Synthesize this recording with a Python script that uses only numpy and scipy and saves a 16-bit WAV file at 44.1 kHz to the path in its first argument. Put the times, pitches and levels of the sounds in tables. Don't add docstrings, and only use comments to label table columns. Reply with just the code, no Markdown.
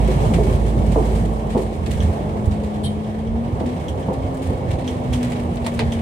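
import sys
import numpy as np
from scipy import signal
from scipy.fft import rfft, irfft, next_fast_len
from scipy.io import wavfile
from scipy.ndimage import uniform_filter1d, minimum_filter1d, map_coordinates

SR = 44100
rng = np.random.default_rng(int(sys.argv[2]) if len(sys.argv) > 2 else 0)


def to_wav(s):
    ch = np.atleast_2d(s).T
    pcm = np.round(np.clip(ch, -1, 1) * 32767)
    wavfile.write(sys.argv[1], SR, pcm.astype(np.int16))


N = 265217

# (time [s], pitch [Hz], level [dB])
MESH = [(0, 216.9, -28), (.3, 217, -29), (.6, 217.3, -31.5), (1.2, 220.2, -29.5), (2, 217, -32.5),
        (2.55, 211.1, -26), (2.9, 210.7, -27), (3.17, 216.7, -28.5), (3.4, 230, -22.5),
        (3.57, 241.4, -35.5), (3.68, 244, -25.5), (3.76, 248, -32.5), (3.83, 253.2, -45),
        (3.98, 260.3, -38.5), (4.15, 265, -33.5), (4.45, 261.5, -28.5), (4.6, 256.7, -43.5),
        (4.8, 255.3, -37), (4.86, 250.8, -25), (4.97, 250, -33.5), (5.21, 244.4, -21), (5.45, 239.2, -29),
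        (5.75, 234.1, -27.5), (6.02, 227.6, -23.5)]
# (pitch [Hz], width [Hz], level [dB])
FLOOR_MODES = [(208, 99, -15.5), (254, 46, -0.5), (365, 21.6, 2), (442.5, 26, 1), (519.6, 20, 2),
               (645, 37, 0.5), (867, 244, -6), (1080, 300, -11.5)]


def amp(db):
    return 10 ** (np.asarray(db) / 20)


def unit(x):
    return x / np.sqrt(np.mean(x ** 2) + 1e-20)


def along(points, hz):
    f, v = np.transpose(points)
    return np.interp(np.log(hz + 1), np.log(f + 1), v)


def curves(rows):
    s, *cols = np.transpose(rows)
    return [np.interp(np.arange(N) / SR, s, c) for c in cols]


def during(rows, fade):
    start, end = rows[0][0], rows[-1][0]
    return np.interp(np.arange(N) / SR, [start - fade, start, end, end + fade], [0, 1, 1, 0])


def wobble(rate):
    knots = rng.standard_normal(int(N * rate / SR) + 4)
    return map_coordinates(knots, [np.arange(N) * rate / SR])


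def filtered(x, response):
    m = next_fast_len(x.shape[-1] + 8192)
    spectrum = rfft(x, m) * response(np.fft.rfftfreq(m, 1 / SR))
    return irfft(spectrum, m)[..., :x.shape[-1]]


def modes(table):
    def response(f):
        return sum((-1) ** k * amp(db) * 1j * f * w / (c * c - f * f + 1j * f * w)
                   for k, (c, w, db) in enumerate(table))
    return response


def diffuse(pair):
    # (frequency [Hz], likeness [-1 to 1])
    likeness = [(60, 0.86), (99, 1), (160, 0.99), (270, 0.77), (450, 0.84), (740, 0.084), (1220, -0.72),
                (2010, 0.091), (3330, -0.0078), (5500, -0.022), (9080, 0.03), (15000, 0.06)]

    def shares(hz):
        turn = np.arccos(np.clip(along(likeness, hz), -1, 1)) / 2
        return np.array([np.cos(turn), np.sin(turn)])
    mid, side = filtered(pair, shares)
    return np.array([mid + side, mid - side])


def rush(spectrum, patchy_db):
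    z = signal.stft(rng.standard_normal((2, N)), nperseg=512)[2]
    field = uniform_filter1d(rng.standard_normal(z.shape[1:]), size=8, axis=0)
    field = uniform_filter1d(field, size=8, axis=1)
    pair = signal.istft(z * amp(patchy_db * unit(field)), nperseg=512)[1][:, :N]
    return unit(filtered(pair, lambda hz: amp(along(spectrum, hz))))


def tone(hz, db, drift, rate):
    return np.sqrt(2) * amp(db) * np.sin(2 * np.pi * np.cumsum(hz) / SR + drift * wobble(rate))


def fittings():
    # (time [s], trim buzz level [dB], hiss level [dB])
    shake_levels = [(0, -37, -46.5), (.33, -39.5, -46), (.79, -44, -51), (.95, -41.5, -48.5),
                    (1.2, -40.5, -46), (1.27, -43.5, -52), (1.72, -48, -58), (2.03, -40.5, -48),
                    (2.24, -44.5, -55), (2.65, -47, -57), (2.96, -45.5, -57), (3.33, -47.5, -60.5),
                    (3.6, -45.5, -56), (4.71, -45, -56.5), (4.81, -47, -57.5), (5.29, -40.5, -52.5),
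                    (5.41, -44, -54), (5.58, -46, -55), (5.8, -40.5, -51), (6.01, -41.5, -54)]
    # (frequency [Hz], level [dB])
    buzz_colour = [(650, -14.5), (1100, -6.5), (1420, -12), (1780, -6.5), (2100, -10), (2160, -7.5),
                   (2330, -11.5), (3210, -11), (4360, -21), (6000, -27.5), (7800, -44), (13200, -120)]
    # (frequency [Hz], level [dB])
    hiss_colour = [(2350, -53), (4000, -2.5), (4600, -8), (6290, -6), (7500, -4), (8600, -3.5),
                   (9800, -10.5), (11000, -11), (13200, -14.5), (15700, -20)]
    buzz_db, hiss_db = curves(shake_levels)
    kicks = amp(12.6 * rng.random(N)) * (rng.random(N) < 30 / SR)
    fall = amp(-60 * np.arange(4000) / SR / 0.12)
    shaking = unit(0.78 + 0.11 * signal.fftconvolve(kicks, fall)[:N])
    strip = unit(filtered(rng.standard_normal((2, N)), modes([(2214, 78, 0)])))
    buzz = amp(buzz_db) * (rush(buzz_colour, patchy_db=0.96) + amp(-11.0) * strip)
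    hiss = amp(hiss_db) * rush(hiss_colour, patchy_db=0.7)
    return shaking * (buzz + hiss)


def heaving():
    # (time [s], thrum rise [dB], rumble rise [dB])
    heaves = [(.17, 0, 3.5), (.37, 3, 6.5), (.55, 10, 4), (.8, -1, 7.5), (.9, -1, 5), (1.2, -12, 4.5),
              (1.56, 0, 3.5), (1.92, 8.5, 5), (2.04, 10.5, 4), (2.49, 13, 3.5), (2.65, 1.5, -3),
              (2.85, -1, 5.5), (3.3, 7, 0), (3.55, 6.5, 5.5), (3.9, 1, 0), (4.09, -0.5, 3.5), (4.2, 6, 2),
              (4.5, 7, 1.5), (4.7, 5.5, 3), (4.85, -4.5, -0.5), (5.1, 10.5, 4), (5.3, -2, 4.5),
              (5.61, -1, -1.5), (5.85, 9, 7)]
    rise_s, fall_s = 0.039, 0.071
    s, *rises_db = np.transpose(heaves)
    t = np.arange(0, N / SR, 0.004)
    away = t - s[:, None]
    bump = np.exp(-(away / np.where(away < 0, rise_s, fall_s)) ** 2)
    return curves(np.transpose([t, *(np.array(rises_db) @ bump)]))


def panel():
    # (time [s], level [dB])
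    jolts = [(0.079, -18), (0.385, -17.5), (.44, -24), (.48, -28), (.65, -25), (.97, -19.5), (1.099, -23),
             (1.58, -21)]
    pitches = (378.5, 415, 513)
    rise_s, t60_s = 0.006, 0.33
    s, jolt_db = np.transpose(jolts)
    t = np.clip(np.arange(2 * SR) / SR - s[:, None], 0, None)
    swells = amp(jolt_db[:, None] - 60 * t / t60_s) * (1 - np.exp(-t / rise_s))
    level = np.pad(np.sum(swells, axis=0), (0, N - 2 * SR))
    hum = [sum(tone(np.full(N, hz), db, drift=0.9, rate=28) for hz, db in zip(pitches, (-3, -7, -9)))
           for port in "LR"]
    return level * np.array(hum)


def road():
    # (time [s], level [dB])
    roughness = [(0, -24.5), (.35, -24.5), (.7, -28), (1, -25.5), (1.7, -31.5), (2.04, -27.5), (3.1, -31.5),
                 (3.9, -29.5), (4.15, -29.5), (5, -29), (6.01, -30)]
    # (frequency [Hz], level [dB])
    thrum_colour = [(20, -60), (32, -33), (42, -2.5), (52, 1), (62, 4), (80, 7), (100, 1.5), (125, -29),
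                    (170, -61), (300, -120)]
    # (frequency [Hz], level [dB])
    rumble_colour = [(50, -52), (75, -4.5), (100, -1.5), (125, -1.5), (157, -3), (190, -5), (236, -9.5),
                     (300, -24.5), (390, -40), (660, -120)]
    # (frequency [Hz], level [dB])
    drone_colour = [(100, -24), (170, -7), (227, -16), (279, -6.5), (381, -7), (519, -6.5), (669, -7.5),
                    (728, -8), (1170, -18.5), (1290, -24.5), (1600, -35), (2080, -53), (3520, -120)]
    drone_db, = curves(roughness)
    rough_db = drone_db - drone_db.mean()
    thrum_up_db, rumble_up_db = heaving()
    thrum_db = -29 + 0.52 * rough_db + thrum_up_db
    rumble_db = -27.5 + 1.36 * rough_db + rumble_up_db
    thrum = amp(thrum_db) * rush(thrum_colour, patchy_db=-0.9)
    rumble = amp(rumble_db) * rush(rumble_colour, patchy_db=0.75)
    drone = amp(drone_db + 0.7 * wobble(9)) * rush(drone_colour, patchy_db=1.1)
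    return thrum + rumble + drone + panel()


def boom():
    # (time [s], level [dB])
    boom_levels = [(0, -13), (.2, -22), (.6, -17.5), (.95, -18.5), (1.3, -20.5), (1.42, -27), (1.6, -25),
                   (1.75, -33)]
    mesh_per_firing = 4
    firing_hz = curves(MESH)[0] / mesh_per_firing
    return tone(firing_hz, curves(boom_levels)[0], drift=0.12, rate=5) * during(boom_levels, fade=0.1)


def whine():
    # (time [s], level [dB])
    half_levels = [(4.3, -56), (4.65, -44), (5.2, -26), (5.45, -38), (5.7, -48)]
    octave_db = -39.5
    pan_db = 3 + 2.5 * wobble(3.84)
    hz, db = curves(MESH)
    mesh = tone(hz, db, drift=0.08, rate=6)
    octave = np.abs(modes(FLOOR_MODES)(2 * hz)) * tone(2 * hz, octave_db, drift=1.5, rate=35)
    half = tone(hz / 2, curves(half_levels)[0], drift=0.66, rate=10) * during(half_levels, fade=0.2)
    return (mesh + octave + half) * amp(0.5 * np.array([pan_db, -pan_db]))


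def squeak():
    # (pitch [Hz], width [Hz], level [dB])
    joint = [(3085, 32, 9), (3262, 45, 6), (3500, 200, -4), (3846, 30, 3), (4280, 35, 1), (7620, 60, -7),
             (8250, 500, -11), (8975, 40, -6), (9270, 110, -2), (9444, 30, -6), (9612, 40, -5),
             (9947, 30, -5), (10400, 200, -9), (11300, 500, -17)]
    start_s, rise_s, hold_s, t60_s = 2.827, 0.011, 0.033, 0.06
    linger_db, linger_t60_s = -4.5, 0.3
    t = np.clip(np.arange(N) / SR - start_s, 0, None)
    after = np.clip(t - hold_s, 0, None)
    fall = amp(-60 * after / t60_s) + amp(linger_db - 60 * after / linger_t60_s)
    level = amp(-35.5) * (1 - np.exp(-(t / rise_s) ** 2)) * fall

    def grit_colour(f):
        return modes([(4000, 3400, 0)])(f) ** 2 + modes([(9300, 4500, -1)])(f) ** 2
    grit = unit(filtered(rng.standard_normal((2, N)), grit_colour))
    friction = rng.standard_normal((2, N))
    ring = filtered(level * friction, modes(joint)) / filtered(friction, modes(joint)).std()
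    scrape = amp(-12) * level * grit
    return filtered(ring + scrape, lambda f: 1 / (1 + (f / 12300) ** 12))


def ticks():
    # (time [s], level [dB])
    snaps = [(2.0043, -16.5), (3.046, -31), (3.273, -30.5), (3.8835, -18), (3.9165, -33), (4.0277, -28),
             (4.8775, -14), (4.897, -30), (5.1348, -13.5), (5.153, -32), (5.922, -16)]
    # (pitch [Hz], level [dB], time to fall 60 dB [s])
    clip_modes = [(3290, -1.5, 0.0083), (2981, -19, 0.018), (5950, -6.5, 0.0043)]
    rebound_s, rebound_db, rebound_sag = 0.0045, -8, 0.94
    lean_db = -3
    out, t = np.zeros((2, N + SR)), np.arange(SR // 5) / SR
    for s, db in snaps:
        bend = 1 + 0.015 * rng.standard_normal()
        ping = sum(amp(level_db - 60 * t / t60) * np.sin(2 * np.pi * bend * hz * t)
                   for hz, level_db, t60 in clip_modes)
        ping = ping * (1 - np.exp(-t / 0.00073))
        late = np.clip(t - rebound_s, 0, None)
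        ping = ping + amp(rebound_db) * np.interp(rebound_sag * late, t, ping)
        first_cycles = ping * amp(-60 * t / 0.012)
        scatter = amp(-21 - 60 * t / 0.15) * (t > 0.003) * rng.standard_normal((2, len(t)))
        heard = ping + signal.fftconvolve(scatter, first_cycles[None], axes=1)[:, :len(t)]
        out[:, round(s * SR):][:, :len(t)] += amp(db) * amp([[lean_db / 2], [-lean_db / 2]]) * heard
    return out[:, :N]


def raps():
    # (time [s], level of the first, second and third mode [dB])
    hits = [(5.6455, -40, -31, -45), (5.6644, -23, -25, -36), (5.6654, -27, -27, -29),
            (5.7928, -13, -20, -26)]
    # (pitch [Hz], time to fall 60 dB [s])
    bracket = [(1950, .006), (4300, .006), (9000, .006)]
    out, t = np.zeros(N + SR), np.arange(SR // 20) / SR
    for s, *levels_db in hits:
        out[round(s * SR):][:len(t)] += sum(amp(db - 60 * t / t60) * np.sin(2 * np.pi * hz * t)
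                                            for db, (hz, t60) in zip(levels_db, bracket))
    return out[:N]


def clacks():
    # (time [s], level [dB], treble over body before filtering [dB], time for the body tail to fall 60 dB [s])
    contacts = [(.251, -32, -11, .12), (0.3374, -19, -18, 0.13), (0.4338, -31.5, -14.5, 0.24),
                (0.526, -28.5, -14, 0.11), (0.8182, -30.5, -29, 0.085), (0.9176, -26, -14.5, 0.1),
                (.983, -34, -14, .12), (1.154, -34, -14, .1), (1.25, -34, -12, 0.11), (1.33, -47, -2, .126),
                (1.5006, -31.5, -16.5, 0.52), (1.5747, -33, -12, 0.55), (1.6153, -38, -7, 0.17),
                (1.623, -38, -8, .06), (1.724, -36, -14, 0.38), (1.8617, -24, -17, 0.088),
                (1.909, -24.5, -12, 0.17), (2.457, -39, -3, .078), (2.511, -32, -17, 0.31),
                (2.634, -34, -15.5, 0.38), (3.598, -29.5, -21, .11), (3.659, -31, -19, 0.38),
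                (3.882, -37.5, -7, 0.15), (3.9935, -50, 0, 0.2), (4.13, -41, -5, .1),
                (4.1377, -31.5, -20, 0.1), (4.343, -44, -4, 0.16), (4.37, -39, -8.5, .1),
                (4.419, -33, -12.5, 0.64), (4.708, -25.5, -17, 0.2), (4.786, -30, -19.5, 0.25),
                (4.8437, -29, -24, 0.13), (4.8677, -33, -12, .2), (4.8753, -30.5, -14, 0.39),
                (5.127, -26, -12, 0.28), (5.229, -23, -14.5, 0.17), (5.301, -34, -11, .16),
                (5.3196, -22, -17, 0.1), (5.3953, -26.5, -19, 0.091), (5.5562, -35.5, -6, 0.055),
                (5.5698, -25, -24, 0.077), (5.647, -26, -21, 0.14), (5.6645, -16.5, -16.5, 0.1),
                (5.684, -27, -20, 0.087), (5.74, -35, -9, 0.13), (5.7922, -14, -27, 0.13),
                (5.7995, -20.5, -33, .1), (5.806, -24, -30, .12), (5.9198, -28, -13, 0.21)]
    low, high, edge = np.zeros((3, 2, N + SR))
    t = np.arange(SR // 3) / SR
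    for s, db, treble_db, t60 in contacts:
        pan_db = rng.normal(0, 1)
        side = amp([[pan_db / 2], [-pan_db / 2]])
        at = slice(round(s * SR), round(s * SR) + len(t))
        hard_db = -10.5 + 0.45 * max(db + 25, 0)
        crack = amp(hard_db + 4 - 60 * t / 0.011) * rng.standard_normal(len(t))
        crack[0] = amp(hard_db + 16)
        tail = amp(-60 * t / t60) * (1 - np.exp(-t / 0.0018)) * rng.standard_normal((2, len(t)))
        lumps = np.interp(t, np.arange(400) * 0.0015, rng.standard_normal(400))
        tail = tail * amp(2.5 * lumps - 2.5)
        low[:, at] += amp(db - 5.5) * side * (crack + tail)
        high[:, at] += amp(db + treble_db) * side * (0.88 * crack + tail * amp(-60 * t / 2.1))
        spark_db = db - 22 + 0.55 * max(db + 21.0, 0) - 60 * t / 0.015
        edge[:, at] += amp(spark_db) * side * rng.standard_normal(len(t))

    def body_colour(f):
        narrow = modes([(1940, 150, 6)])(f) + modes([(2215, 100, 6)])(f)
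        broad = modes([(1880, 2170, 5), (4200, 2600, 2)])(f)
        return narrow + broad / (1 + (f / 10500) ** 4)
    low = filtered(low, body_colour)
    high = filtered(high, modes([(5830, 1000, -34), (7900, 2370, 9.5)]))
    edge = filtered(edge, modes([(9100, 1500, 2), (13000, 5000, -7)]))
    return (low + high + edge)[:, :N]


def thuds():
    # (time [s], level [dB], time for the shudder to fall 60 dB [s], brightness [dB per octave],
    #  blow over the level [dB], knock level before its shape [dB], knock pitch [Hz])
    bumps = [(.081, -15.5, 0.14, -5, 37, -27, 412), (.252, -25, .19, 17, 24, -32, 185),
             (0.301, -16, .1, -8, 31, -14, 200), (.315, -17, .088, 7, 35, -18, 215),
             (.383, -8.5, 0.16, -.5, 35.5, -15, 385), (.408, -12, .2, -3, 37, -15, 427),
             (.481, -9, .12, -4, 32, -22, 390), (.958, -5, 0.25, 1, 36, -21, 590),
             (.964, -9.5, 0.18, 1, 35, -14.5, 328), (0.976, -6.5, 0.29, 1, 25, -11.5, 434),
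             (1.548, -8, 0.19, 0.5, 34, -14, 260), (1.556, -8.5, 0.29, 0, 33, -14.5, 240),
             (1.566, -8, 0.31, 1.5, 29, -15, 410), (1.897, -28, .14, -4, 32, -29, 185),
             (2.312, -33, .1, 0, 31, -28, 185), (2.634, -23, .1, 0, 35, -28, 185),
             (3.607, -10, .63, -5.5, 29, -24, 185), (4.084, -11.5, 0.22, 0.5, 37, -13, 209),
             (4.095, -16, .2, 7, 26, -15, 217), (4.105, -16, .2, 0, 35, -21, 530),
             (4.121, -20, .11, 4, 38, -29, 493), (4.5, -10, 0.17, -1, 30, -16.5, 185),
             (5.665, -21.5, .15, 16, 30, -26, 185), (5.793, -9.5, .25, 4, 29, -37, 185)]
    soft_hz = 1510
    out, t = np.zeros((2, N + SR)), np.arange(SR // 2) / SR
    knock = -amp(5.0 - 60 * t / 0.06) * (1 - np.exp(-t / 0.002))
    for s, db, t60, tilt_db, blow_db, knock_db, knock_hz in bumps:
        jolt = amp(db + 5 - 60 * t / t60) * rng.standard_normal((2, len(t)))
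        jolt[0, 0] = -amp(db + blow_db)

        def colour(f):
            tilt = amp(tilt_db * np.log2(np.clip(f, 150, 1300) / 450))
            return modes(FLOOR_MODES)(f) * tilt / (1 + 1.4j * f / soft_hz - (f / soft_hz) ** 2)
        out[:, round(s * SR):][:, :len(t)] += filtered(jolt, colour)
        out[0, round(s * SR):][:len(t)] += amp(knock_db) * knock * np.sin(2 * np.pi * knock_hz * t)
    return out[:, :N]


def scene():
    body = diffuse(fittings() + road() + thuds())
    return body + boom() + whine() + squeak() + ticks() + raps() + clacks()


def record(dry):
    # (frequency [Hz], left over right [dB])
    port_colour = [(60, -4), (140, -2), (210, 0), (330, -3.5), (500, 1), (850, -4), (1350, -1.5),
                   (1700, 3.5), (2300, -1), (2650, -0.5), (4100, -2.5), (5700, -7.5), (6900, -4.5),
                   (7700, -5.5), (8600, 11), (9600, 10.5), (10200, 6), (12500, 2), (15000, -1)]
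    ceiling, hold, top_hz = 0.88, 441, 15800

    def response(hz):
        bass_cut = (hz / 40) ** 3 / np.sqrt(1 + (hz / 40) ** 6)
        return amp(np.array([[0.5], [-0.5]]) * along(port_colour, hz)) * bass_cut
    x = filtered(dry, response)
    needed = ceiling / np.maximum(np.abs(x).max(axis=0), ceiling)
    gain = uniform_filter1d(minimum_filter1d(needed, size=2 * hold), size=hold)
    return filtered(gain * x, lambda hz: hz < top_hz)


dry = scene()
out = record(dry)
to_wav(out)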